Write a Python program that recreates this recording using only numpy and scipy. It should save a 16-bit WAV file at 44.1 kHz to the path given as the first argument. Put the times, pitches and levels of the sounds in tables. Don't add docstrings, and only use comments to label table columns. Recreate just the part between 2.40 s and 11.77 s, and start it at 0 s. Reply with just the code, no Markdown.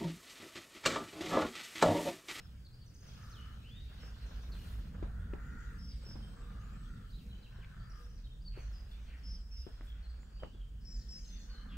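import sys
import numpy as np
from scipy import signal
from scipy.io import wavfile
from scipy.ndimage import uniform_filter1d

SR = 44100
rng = np.random.default_rng(int(sys.argv[2]) if len(sys.argv) > 2 else 0)


def file_out(sig):
    cols = np.atleast_2d(sig).T
    lim = np.clip(cols, -1, 1)
    pcm = np.round(lim * 32767).astype(np.int16)
    wavfile.write(sys.argv[1], SR, pcm)


N = 413216

# time_s, rumble_db, drone_db, hum_db
TRAFFIC_LEVELS = [(0.0, -56, -56.5, -66), (.9, -52.5, -53.5, -62), (2.0, -44.5, -56.5, -58),
                  (2.7, -43.5, -53.5, -53.5), (3.8, -46.5, -53, -57.5), (4.6, -47, -54.5, -57.5),
                  (5.3, -49, -55.5, -64), (6.2, -43.5, -54, -65), (6.94, -44.5, -64, -65),
                  (8.3, -45.5, -60.5, -64), (9.37, -47, -61, -59)]
HALF_EACH_SIDE = np.array([[.5], [-.5]])


def gain_of(db):
    return 10 ** (np.asarray(db) / 20)


def unit_rms(x):
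    return x / np.sqrt(np.mean(x ** 2) + 1e-20)


def spectrum_at(points, hz):
    points_hz, value = np.transpose(points)
    return np.interp(np.log(hz + 1), np.log(points_hz + 1), value)


def curve(rows, column):
    rows = np.array(rows)
    return np.interp(np.arange(N) / SR, rows[:, 0], rows[:, column])


def add(mix, start_s, sound):
    part = mix[:, round(start_s * SR):][:, :sound.shape[-1]]
    part += sound[..., :part.shape[1]]


def wobble(size, cutoff_hz):
    lowpass = signal.butter(N=2, Wn=cutoff_hz, fs=SR)
    return unit_rms(signal.lfilter(*lowpass, rng.standard_normal(size + 4000))[4000:])


def rasp(size, depth):
    return unit_rms(1 + depth * wobble(size, cutoff_hz=350))


def noise(layers, size):
    # frequency_hz, correlation
    coherence = [(60, 0.88), (120, 0.98), (240, 0.86), (480, 0.53), (950, -0.45), (1890, 0.89),
                 (3770, -0.49), (7520, 1), (15000, 1)]
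    hop = size // 4
    frames, hz = N // hop + 5, np.fft.rfftfreq(size, 1 / SR)
    power = 0
    for spectrum, level_db, patchy_db, flicker_db in layers:
        patches = rng.standard_normal((len(hz), frames), np.float32)
        patches = uniform_filter1d(patches, size=10, axis=0)
        patches = unit_rms(uniform_filter1d(patches, size=12, axis=1))
        flicker = unit_rms(uniform_filter1d(rng.standard_normal(frames), size=5))
        level = gain_of(np.resize(level_db, N)[np.minimum(np.arange(frames) * hop, N - 1)])
        shape_db = spectrum_at(spectrum, hz)[:, None] + patchy_db * patches + flicker_db * flicker
        power = power + (level * unit_rms(gain_of(shape_db))) ** 2
    a, b, c, d = rng.standard_normal((frames, len(hz), 4)).T
    correlation = np.clip(spectrum_at(coherence, hz), -.98, .98)[:, None]
    left = a + 1j * b
    right = correlation * left + np.sqrt(1 - correlation ** 2) * (c + 1j * d)
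    spectra = np.sqrt(power) * np.array([left, right])
    return signal.istft(spectra, nperseg=size, noverlap=size - hop)[1][:, :N] / np.sqrt(size / 3)


def whistle(hz, db, pan_db, lead_us, flutter, waver_hz):
    size = len(hz)
    cycles = np.cumsum(hz + waver_hz * wobble(size, 90)) / SR + HALF_EACH_SIDE * hz * lead_us * 1e-6
    swell = np.interp(np.linspace(0, 1, size), [0, .12, .8, 1], [.69, .69, .81, .32])
    envelope = swell * signal.windows.tukey(size, .15) * (1 + flutter * wobble(size, 52))
    return np.sqrt(2) * gain_of(db + pan_db * HALF_EACH_SIDE) * envelope * np.sin(2 * np.pi * cycles)


def scatter(x, t60_s):
    size = SR // 2
    taps = np.zeros((2, size))
    delays = np.arange(700, size - 20, 20) + rng.integers(0, 20, (2, (size - 701) // 20))
    np.put_along_axis(taps, delays, rng.choice([-1., 1.], delays.shape), 1)
    tail = taps * gain_of(-60 * np.arange(size) / SR / t60_s)
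    return signal.fftconvolve(x, tail / np.linalg.norm(tail[0]), axes=1)[:, :N]


def ambience():
    # frequency_hz, density_db
    chorus_spectrum = [(1500, -1), (2200, 1), (2900, 5.5), (4500, 2), (6300, -6.5), (7500, -12),
                       (9000, -16)]
    # time_s, level_db
    chorus_levels = [(0, -70), (.6, -77.5), (.64, -65.5), (1.5, -68), (1.58, -64.5), (2.3, -65), (2.8, -75),
                     (3.7, -67.5), (4.8, -72), (5.6, -71), (6.1, -78.5), (6.17, -69), (6.95, -69.5),
                     (7.05, -78.5), (7.28, -71), (8.45, -77.5), (8.95, -68), (9.37, -75.5)]
    # frequency_hz, density_db
    air_spectrum = [(150, -20), (250, -7), (647, -11.5), (1130, -14), (1590, -13), (2250, -29.5),
                    (7810, -23.5), (13600, -41), (15600, -24)]
    chorus = (chorus_spectrum, curve(chorus_levels, 1), 3., .8)
    return noise([chorus, (air_spectrum, -73.5, 1.2, .8)], size=1024)


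def road():
    # frequency_hz, density_db
    drone_spectrum = [(12, -11.5), (22, 0), (32, -8), (75, -6.5), (100, 6.5), (135, -2), (170, -26.5),
                      (250, -53)]
    # frequency_hz, density_db
    hum_spectrum = [(110, -31), (150, 0.5), (190, 1.5), (250, -6.5), (330, -17.5), (500, -18), (620, -41),
                    (900, -52.5)]
    drone = (drone_spectrum, curve(TRAFFIC_LEVELS, 2), 1.8, .3)
    hum = (hum_spectrum, curve(TRAFFIC_LEVELS, 3), 2.2, .8)
    return noise([drone, hum], size=2048)


def engines():
    # time_s, pitch_hz
    pitches = [(0, 62.2), (1.5, 54.72), (4, 48.11), (5.5, 45), (7, 49.52), (9.37, 47.33)]
    carrier = np.exp(2j * np.pi * np.cumsum(curve(pitches, 1)) / SR)
    modulator = wobble(N, 11) + 1j * wobble(N, 11)
    rumble = unit_rms((carrier * modulator).real) * gain_of(-1.2 * HALF_EACH_SIDE)
    antiphase = gain_of(-27) * wobble(N, 77) * [[1], [-1]]
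    return gain_of(curve(TRAFFIC_LEVELS, 1)) * (rumble + antiphase)


def footsteps():
    # start_s, pitch_hz, level_db
    thuds = [(2.551, 86, -46), (2.78, 84, -44)]
    out, t = np.zeros((2, N)), np.arange(SR // 4) / SR
    for start_s, hz, db in thuds:
        envelope = gain_of(db) * t / .022 * np.exp(1 - t / .036)
        add(out, start_s, envelope * np.sin(2 * np.pi * hz * t))
    return out


def rubbing():
    # start_s, level_db, fade_db_per_s
    scuffs = [(0, -65, 153), (.63, -67.5, 17), (1.5, -65.5, -1), (2.25, -60.5, 45), (2.54, -63, 22),
              (3.62, -65.5, 6), (4.92, -72.5, 7), (6.15, -67, 17), (6.7, -79, 57), (7.26, -73.5, 2),
              (9.0, -75.5, -12)]
    # frequency_hz, density_db
    scuff_spectrum = [(250, -2.5), (450, 2), (800, 1), (1150, 0), (1500, 4.5), (2200, -12.5), (3500, -12.5),
                      (6000, -58)]
    # middle_s, level_db, half_length_s
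    swishes = [(0, -81, 0.62), (0.86, -76.5, 0.41), (1.955, -87, 0.48), (2.276, -67, 0.17),
               (3.68, -83, 0.088), (4.5, -99, 0.26), (4.824, -75.5, 0.18), (5.613, -74.5, 0.078),
               (6.2, -79, 0.049), (6.522, -76, 0.046), (7.202, -80, 0.21), (7.475, -71.5, 0.05),
               (8.756, -81.5, 0.59)]
    # frequency_hz, density_db
    swish_spectrum = [(700, -20), (1500, -8), (3000, -8), (6000, -12), (10000, -13), (15500, -12)]
    t = np.arange(N) / SR
    scuff_length_s, swish_drop_db = .77, 13.5
    scuff = sum(gain_of(db - fade * (t - start_s)) * (t >= start_s) * (t < start_s + scuff_length_s)
                for start_s, db, fade in scuffs)
    swish = sum(gain_of(db - swish_drop_db * ((t - middle_s) / half_s) ** 2)
                for middle_s, db, half_s in swishes)
    scuff_db = 20 * np.log10(uniform_filter1d(scuff, size=1500) + gain_of(-79.5))
    swish_db = 20 * np.log10(swish + gain_of(-103))
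    return noise([(swish_spectrum, swish_db, 1.5, 1.6), (scuff_spectrum, scuff_db, 2.2, 1.4)], size=256)


def knocks():
    # start_s, level_db, ring_hz, pan_db
    impacts = [(1.633, -46, 456, 4), (2.626, -29.5, 335, 5.5), (2.934, -31.5, 355, 6.5),
               (3.636, -50, 526, 4), (3.665, -44.5, 390, 5), (3.755, -38.5, 272, 1), (5.187, -50, 403, 5),
               (6.174, -37, 374, 3), (6.233, -56, 505, 5), (7.266, -37, 358, 8), (7.408, -43, 305, 2),
               (8.024, -42, 520, -8), (8.032, -32, 563, 4.5), (8.147, -48, 324, 4)]
    out, t = np.zeros((2, N)), np.arange(4000) / SR
    attack = 1 - np.exp(-(t / .00088) ** 2)
    for start_s, db, hz, pan_db in impacts:
        ring = np.sin(2 * np.pi * hz * t) * gain_of(-60 * t / .023)
        ring += .9 * np.sin(2 * np.pi * 1.81 * hz * t) * gain_of(-60 * t / .0032)
        click = uniform_filter1d(rng.standard_normal(len(t)), size=9) * gain_of(-61 - 60 * t / .022)
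        rattle = .17 * np.array([wobble(len(t), 395), wobble(len(t), 970)]) * gain_of(-60 * t / .21)
        knock = attack * (gain_of(db) * (ring + rattle) + click)
        add(out, start_s, knock * gain_of(pan_db * HALF_EACH_SIDE))
    return out


def ticks():
    # start_s, level_db, centre_hz
    clicks = [(1.009, -56, 5960), (1.634, -47, 1780), (2.628, -50, 2000), (2.935, -41.5, 2100),
              (4.865, -61, 6600), (5.124, -55, 1985), (5.246, -43, 2300), (7.17, -62, 6500),
              (7.22, -61, 6500), (7.264, -65, 1200), (7.29, -64, 8000), (7.831, -50, 1500),
              (7.47, -52, 2700), (7.41, -44.5, 1570), (8.034, -34, 1260)]
    out, t = np.zeros((2, N)), np.arange(4000) / SR
    for start_s, db, hz in clicks:
        tick = (1 + 1.2 * wobble(len(t), .3 * hz)) * np.cos(2 * np.pi * hz * t)
        envelope = np.minimum(t / .0014, 1) * gain_of(db - 60 * t / .0089)
        add(out, start_s, tick / np.std(tick[:130]) * envelope)
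    return out


def pigeon():
    # start_s, length_s, pitch_hz, level_db
    coos = [(3.95, 0.19, 469, -74), (4.84, 0.13, 477, -71), (5.58, 0.088, 474, -68.5)]
    out = np.zeros((2, N))
    for start_s, length_s, hz, db in coos:
        arch = 1 + .027 * np.sin(np.linspace(0, np.pi, round(length_s * SR)))
        add(out, start_s, whistle(hz * arch, db, pan_db=0, lead_us=0, flutter=.19, waver_hz=5.7))
    return out


def rooks():
    # start_s, length_s, level_db, first_hz, top_hz, last_hz, peak_share, upper_lift_db
    caws = [(.76, 0.406, -65.5, 1250, 1331, 1291, 0.35, -1.5),
            (2.661, 0.3, -67.5, 1328, 1430, 1340, 0.57, 0), (2.899, 0.48, -61, 1369, 1426, 1225, 0.62, 2.5),
            (3.95, 0.38, -67, 1175, 1237, 1207, 0.61, -5.5), (4.3, 0.38, -68, 1253, 1355, 1283, 0.51, -1),
            (5.1, 0.26, -69, 1563, 1583, 1483, 0.33, -10),
            (5.3, 0.33, -66.5, 1188, 1317, 1189, 0.444, -1.5),
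            (7.3, 0.39, -75.5, 1460, 1494, 1430, 0.33, 7), (9.071, 0.34, -68, 1140, 1201, 1186, 0.393, 1)]
    # frequency_hz, gain_db
    throat = [(800, -29), (1100, -1.5), (1400, 5), (1850, -4.5), (2300, -18.5), (2800, -33)]
    out = np.zeros((2, N))
    for start_s, length_s, db, first_hz, top_hz, last_hz, peak_share, lift_db in caws:
        size = round(length_s * SR)
        progress = np.linspace(0, 1, size)
        arch = np.sin(np.pi / 2 * np.interp(progress, [0, peak_share, 1], [0, 1, 2]))
        ends_hz = np.where(progress < peak_share, first_hz, last_hz)
        fundamental_hz = (ends_hz + (top_hz - ends_hz) * arch) / 3
        jitter = 1 + .033 * wobble(size, 70) + .015 * wobble(size, 4)
        phase = 2 * np.pi * np.cumsum(fundamental_hz * jitter) / SR
        voice = sum(gain_of(spectrum_at(throat, k * fundamental_hz) + lift_db * (k > 3))
                    * np.sin(k * phase) for k in range(2, 8))
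        beat = 1 + .5 * np.sin(phase / 3) + .7 * wobble(size, 130)
        breath = wobble(size, 200) * np.sin(3.5 * phase)
        caw = unit_rms(unit_rms(voice * beat) + .3 * unit_rms(breath))
        effort_db = db + np.interp(progress, [0, peak_share, 1], [-1.5, 0, -1])
        add(out, start_s, caw * gain_of(effort_db) * signal.windows.tukey(size, .15))
    return out * gain_of(2 * HALF_EACH_SIDE)


def treetop_song():
    # start_s, length_s, first_hz, last_hz, level_db
    glides = [(2.791, .058, 8600, 8950, -82), (3.313, 0.085, 8540, 8000, -78),
              (3.525, 0.16, 8330, 7830, -76.5), (3.789, 0.07, 8470, 8400, -74),
              (3.82, 0.14, 8300, 8000, -78), (3.96, 0.074, 7580, 7780, -72.5),
              (4.185, 0.026, 6150, 6350, -77), (4.21, .06, 6900, 7250, -76), (4.31, 0.063, 7250, 7900, -76),
              (4.377, 0.073, 8000, 8000, -77), (4.507, .05, 7950, 7500, -80),
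              (4.545, .065, 8080, 8250, -85), (6.606, 0.054, 7700, 7700, -84),
              (7.645, 0.097, 7950, 7900, -86), (7.777, 0.093, 7030, 7260, -77)]
    out = np.zeros((2, N))
    for start_s, length_s, first_hz, last_hz, db in glides:
        hz = np.linspace(first_hz, last_hz, round(length_s * SR))
        blur = .54 + wobble(len(hz), cutoff_hz=91)
        add(out, start_s, blur * whistle(hz, db, pan_db=0, lead_us=0, flutter=.12, waver_hz=60))
    return out


def trills():
    # start_s, top_hz, bottom_hz, level_db
    chips = [(.46, 6050, 4750, -59), (.538, 6500, 4800, -57), (.604, 6500, 4780, -59),
             (.667, 6250, 4800, -55), (.733, 6450, 4750, -59), (.818, 6500, 4650, -60),
             (.895, 6300, 5130, -60), (1.862, 6500, 5000, -61), (1.94, 6200, 4850, -64),
             (2.015, 6200, 5200, -60), (5.497, 5700, 4920, -58.5), (5.553, 5800, 4850, -64),
             (5.625, 5800, 5100, -63), (5.693, 6000, 4920, -64), (5.755, 5900, 4600, -60)]
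    out = np.zeros((2, N))
    progress = np.linspace(0, 1, round(.03 * SR))
    fall = np.tanh(2.9 * progress ** 3.5) / np.tanh(2.9)
    shape_db = -6 * (1 - fall) - 16 * fall * (1 - fall)
    for start_s, top_hz, bottom_hz, db in chips:
        hz = top_hz + (bottom_hz - top_hz) * fall
        roughness = rasp(len(hz), depth=.45)
        tone = whistle(hz, db + shape_db, pan_db=1, lead_us=-34, flutter=.22, waver_hz=60)
        add(out, start_s, roughness * tone)
    return out


def songbirds():
    # start_s, length_s, first_hz, last_hz, level_db, left_lead_us
    notes = [(0.248, 0.03, 4620, 3930, -63, -40), (0.329, 0.023, 4760, 4730, -63, 31),
             (0.401, 0.038, 4740, 4380, -66, -13), (1.221, 0.08, 2390, 2810, -67, 9),
             (1.878, .03, 4050, 3720, -84, 0), (3.487, 0.046, 4970, 4590, -63, 51),
             (3.821, 0.035, 3140, 3190, -66, -120), (4.7, 0.024, 3880, 4860, -67, -32),
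             (5.168, 0.018, 4050, 3900, -75, 0), (4.9, 0.018, 4020, 4010, -64, -52),
             (4.914, 0.033, 3360, 2800, -61.5, 154), (5.026, 0.03, 4050, 3830, -65, 12),
             (5.044, 0.036, 3260, 2460, -66, -32), (5.213, 0.03, 3220, 1950, -63.5, -24),
             (5.39, 0.11, 4440, 4770, -74, 0), (5.841, 0.027, 3840, 3810, -62, 88),
             (5.859, 0.021, 3300, 3030, -67, -30), (5.893, 0.045, 2490, 3720, -66, -140),
             (6.007, 0.024, 4430, 4900, -68, -7), (6.325, 0.088, 5270, 4890, -63.5, -11),
             (6.513, 0.036, 3580, 3330, -62, 112), (7.105, 0.078, 2420, 2900, -74, 112),
             (7.248, 0.045, 3430, 3240, -69, -150), (7.473, 0.064, 3460, 3190, -65, 104),
             (7.625, 0.0504, 4480, 4070, -64, -49), (7.684, 0.039, 4870, 4340, -67, -47),
             (7.759, .025, 4900, 4220, -73, -47), (7.92, 0.095, 4750, 4610, -70, -71),
             (7.99, 0.07, 3125, 2936, -63.5, -110), (8.42, .45, 1807, 1810, -81, 0),
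             (8.883, .025, 4350, 4250, -68, 0), (8.854, 0.11, 6330, 6120, -64.5, 0),
             (8.96, 0.078, 4540, 4330, -64.5, 78), (8.902, 0.085, 3540, 3515, -66.5, -100),
             (9.077, 0.182, 2970, 3090, -74, 2), (9.094, 0.11, 4450, 4100, -61.5, 83),
             (9.287, 0.071, 3520, 3230, -65.5, -41)]
    out = np.zeros((2, N))
    rise_share, fall_s = .462, .0426
    for start_s, length_s, first_hz, last_hz, db, lead_us in notes:
        progress = np.linspace(0, 1, round(length_s * SR))
        decay = progress / rise_share if last_hz > first_hz else (progress * length_s / fall_s) ** 1.555
        remaining = np.exp(-decay)
        remaining = (remaining - remaining[-1]) / (1 - remaining[-1])
        hz = last_hz + (first_hz - last_hz) * remaining
        tone = whistle(hz, db, pan_db=.93, lead_us=lead_us, flutter=.34, waver_hz=56)
        add(out, start_s, tone * rasp(len(hz), depth=.4))
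    return out


def scolds():
    # start_s, length_s, first_hz, last_hz, level_db
    bursts = [(2.946, 0.22, 7020, 6800, -76), (3.16, .12, 7520, 6230, -70.5),
              (3.483, 0.11, 3980, 2910, -70), (6.107, 0.14, 2750, 2303, -63.5),
              (6.139, .16, 1835, 1454, -70), (6.69, 0.13, 1896, 1557, -67.5), (6.168, .14, 6480, 5740, -69),
              (6.658, 0.13, 2810, 1875, -63), (8.402, 0.048, 5270, 4960, -69.5),
              (8.45, 0.18, 7250, 6970, -70), (8.561, 0.084, 6420, 4000, -60.5),
              (8.695, 0.054, 8140, 6450, -65), (8.728, 0.12, 6430, 6300, -64.5),
              (8.83, 0.038, 7660, 7200, -67), (8.84, 0.031, 4440, 3750, -64.5),
              (8.984, 0.082, 7050, 5220, -63), (9.294, 0.086, 3360, 2434, -61)]
    out = np.zeros((2, N))
    for start_s, length_s, first_hz, last_hz, db in bursts:
        hz = np.linspace(first_hz, last_hz, round(length_s * SR))
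        smear_hz = 280 + .13 * abs(last_hz - first_hz)
        harshness = wobble(len(hz), smear_hz) * np.hanning(len(hz)) ** .5
        tone = whistle(hz, db, pan_db=.71, lead_us=-37, flutter=.057, waver_hz=36.6)
        add(out, start_s, harshness * tone)
    return out


def slurs():
    # time_s, pitch_hz, level_db
    contours = [
        [(.918, 4750, -66), (.93, 4400, -57.5), (.952, 3520, -60), (.968, 3120, -62), (.99, 2900, -58),
         (1.045, 3010, -63), (1.065, 3000, -65)],
        [(1.25, 2910, -65), (1.26, 2935, -54), (1.285, 3070, -59.5), (1.32, 3420, -62), (1.385, 3740, -61.5),
         (1.45, 3790, -69), (1.475, 3800, -66)],
        [(2.11, 4600, -68), (2.125, 4450, -58), (2.145, 3900, -61.5), (2.16, 3250, -68), (2.19, 2880, -67),
         (2.25, 2900, -68)],
        [(4.716, 5000, -72), (4.725, 4050, -64), (4.745, 3780, -66), (4.757, 4150, -64), (4.785, 3700, -68),
         (4.8, 2950, -70), (4.835, 2450, -71)],
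        [(6.047, 4300, -61), (6.057, 4600, -54), (6.067, 4670, -58), (6.083, 4380, -51), (6.095, 4330, -72)],
        [(8.115, 3470, -76), (8.17, 3380, -72), (8.21, 3200, -68.5), (8.265, 3100, -70)],
    ]
    depths = .12, .1, 1., .6, .1, .7
    out = np.zeros((2, N))
    for contour, depth in zip(contours, depths):
        time_s, pitch_hz, level_db = np.transpose(contour)
        t = np.arange(time_s[0], time_s[-1], 1 / SR)
        hz = uniform_filter1d(np.interp(t, time_s, pitch_hz), size=300, mode="nearest")
        db = np.interp(t, time_s, level_db)
        tone = whistle(hz, db, pan_db=.9, lead_us=10, flutter=.35, waver_hz=20)
        add(out, time_s[0], tone * rasp(len(t), depth))
    return out


def double_note():
    # start_s, length_s, level_db, pan_db, left_lead_us, sag_hz
    notes = [(0, 0.084, -71, 5, 47, 70), (1.594, 0.13, -65, 0, 57, 9.5), (3.382, 0.17, -58, 0, 50, 31),
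             (3.647, 0.11, -56, -1, 52, 170), (6.829, 0.16, -54.5, -0.5, 34, 52),
             (7.107, 0.14, -55.5, -2, 54, 200), (8.445, 0.14, -55, 5, -46, 61),
             (8.682, 0.125, -50.5, 3.5, -59, 71)]
    # length_share, pitch_hz, warble_hz
    contour = [(0, 5694, 248), (.08, 5215, 340), (.25, 5150, 483), (.8, 5107, 596), (.9, 4910, 715),
               (1, 4700, 1000)]
    out = np.zeros((2, N))
    share, pitch_hz, warble_hz = np.transpose(contour)
    for start_s, length_s, db, pan_db, lead_us, sag_hz in notes:
        progress = np.linspace(0, 1, round(length_s * SR))
        remaining = 1 - progress
        hz = np.interp(progress, share, pitch_hz) + sag_hz * remaining
        spacing_hz = np.interp(progress, share, warble_hz) - sag_hz * remaining
        for side, side_db in ((0, 0), (1, -9.5), (-1, -26)):
            partial_db = db + side_db - 9 * progress ** 8 - (4 + 12 * abs(side)) * remaining ** 8
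            tone = whistle(hz + side * spacing_hz, partial_db, pan_db, lead_us, flutter=.2, waver_hz=16)
            add(out, start_s, tone * rasp(len(hz), depth=.18))
        overtone_db = db - 31 - 12 * remaining ** 4
        for overtone_hz in (2 * hz, 2 * hz + spacing_hz):
            overtone = whistle(overtone_hz, overtone_db, pan_db, lead_us, flutter=.2, waver_hz=30)
            add(out, start_s, overtone)
    return out


def scene():
    near = double_note()
    small = songbirds() + scolds() + slurs()
    far = trills() + treetop_song()
    large = rooks() + pigeon()
    echoes = scatter(gain_of(-3) * small + gain_of(-3.5) * far + gain_of(-8) * near, t60_s=.85)
    boughs = scatter(gain_of(-8) * small + gain_of(-5) * far + gain_of(-11) * near, t60_s=.14)
    large_echoes = gain_of(.5) * scatter(large, t60_s=.57)
    birds = near + small + gain_of(-2) * far + large + boughs + echoes + large_echoes
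    background = road() + ambience() + engines()
    return birds + background + footsteps() + rubbing() + knocks() + ticks()


def record(dry):
    cutoff_hz = 15750
    lowpass = signal.firwin(1023, cutoff_hz, window=("kaiser", 9), fs=SR)
    return signal.oaconvolve(dry, lowpass[None], "same")


dry = scene()
out = record(dry)
file_out(out)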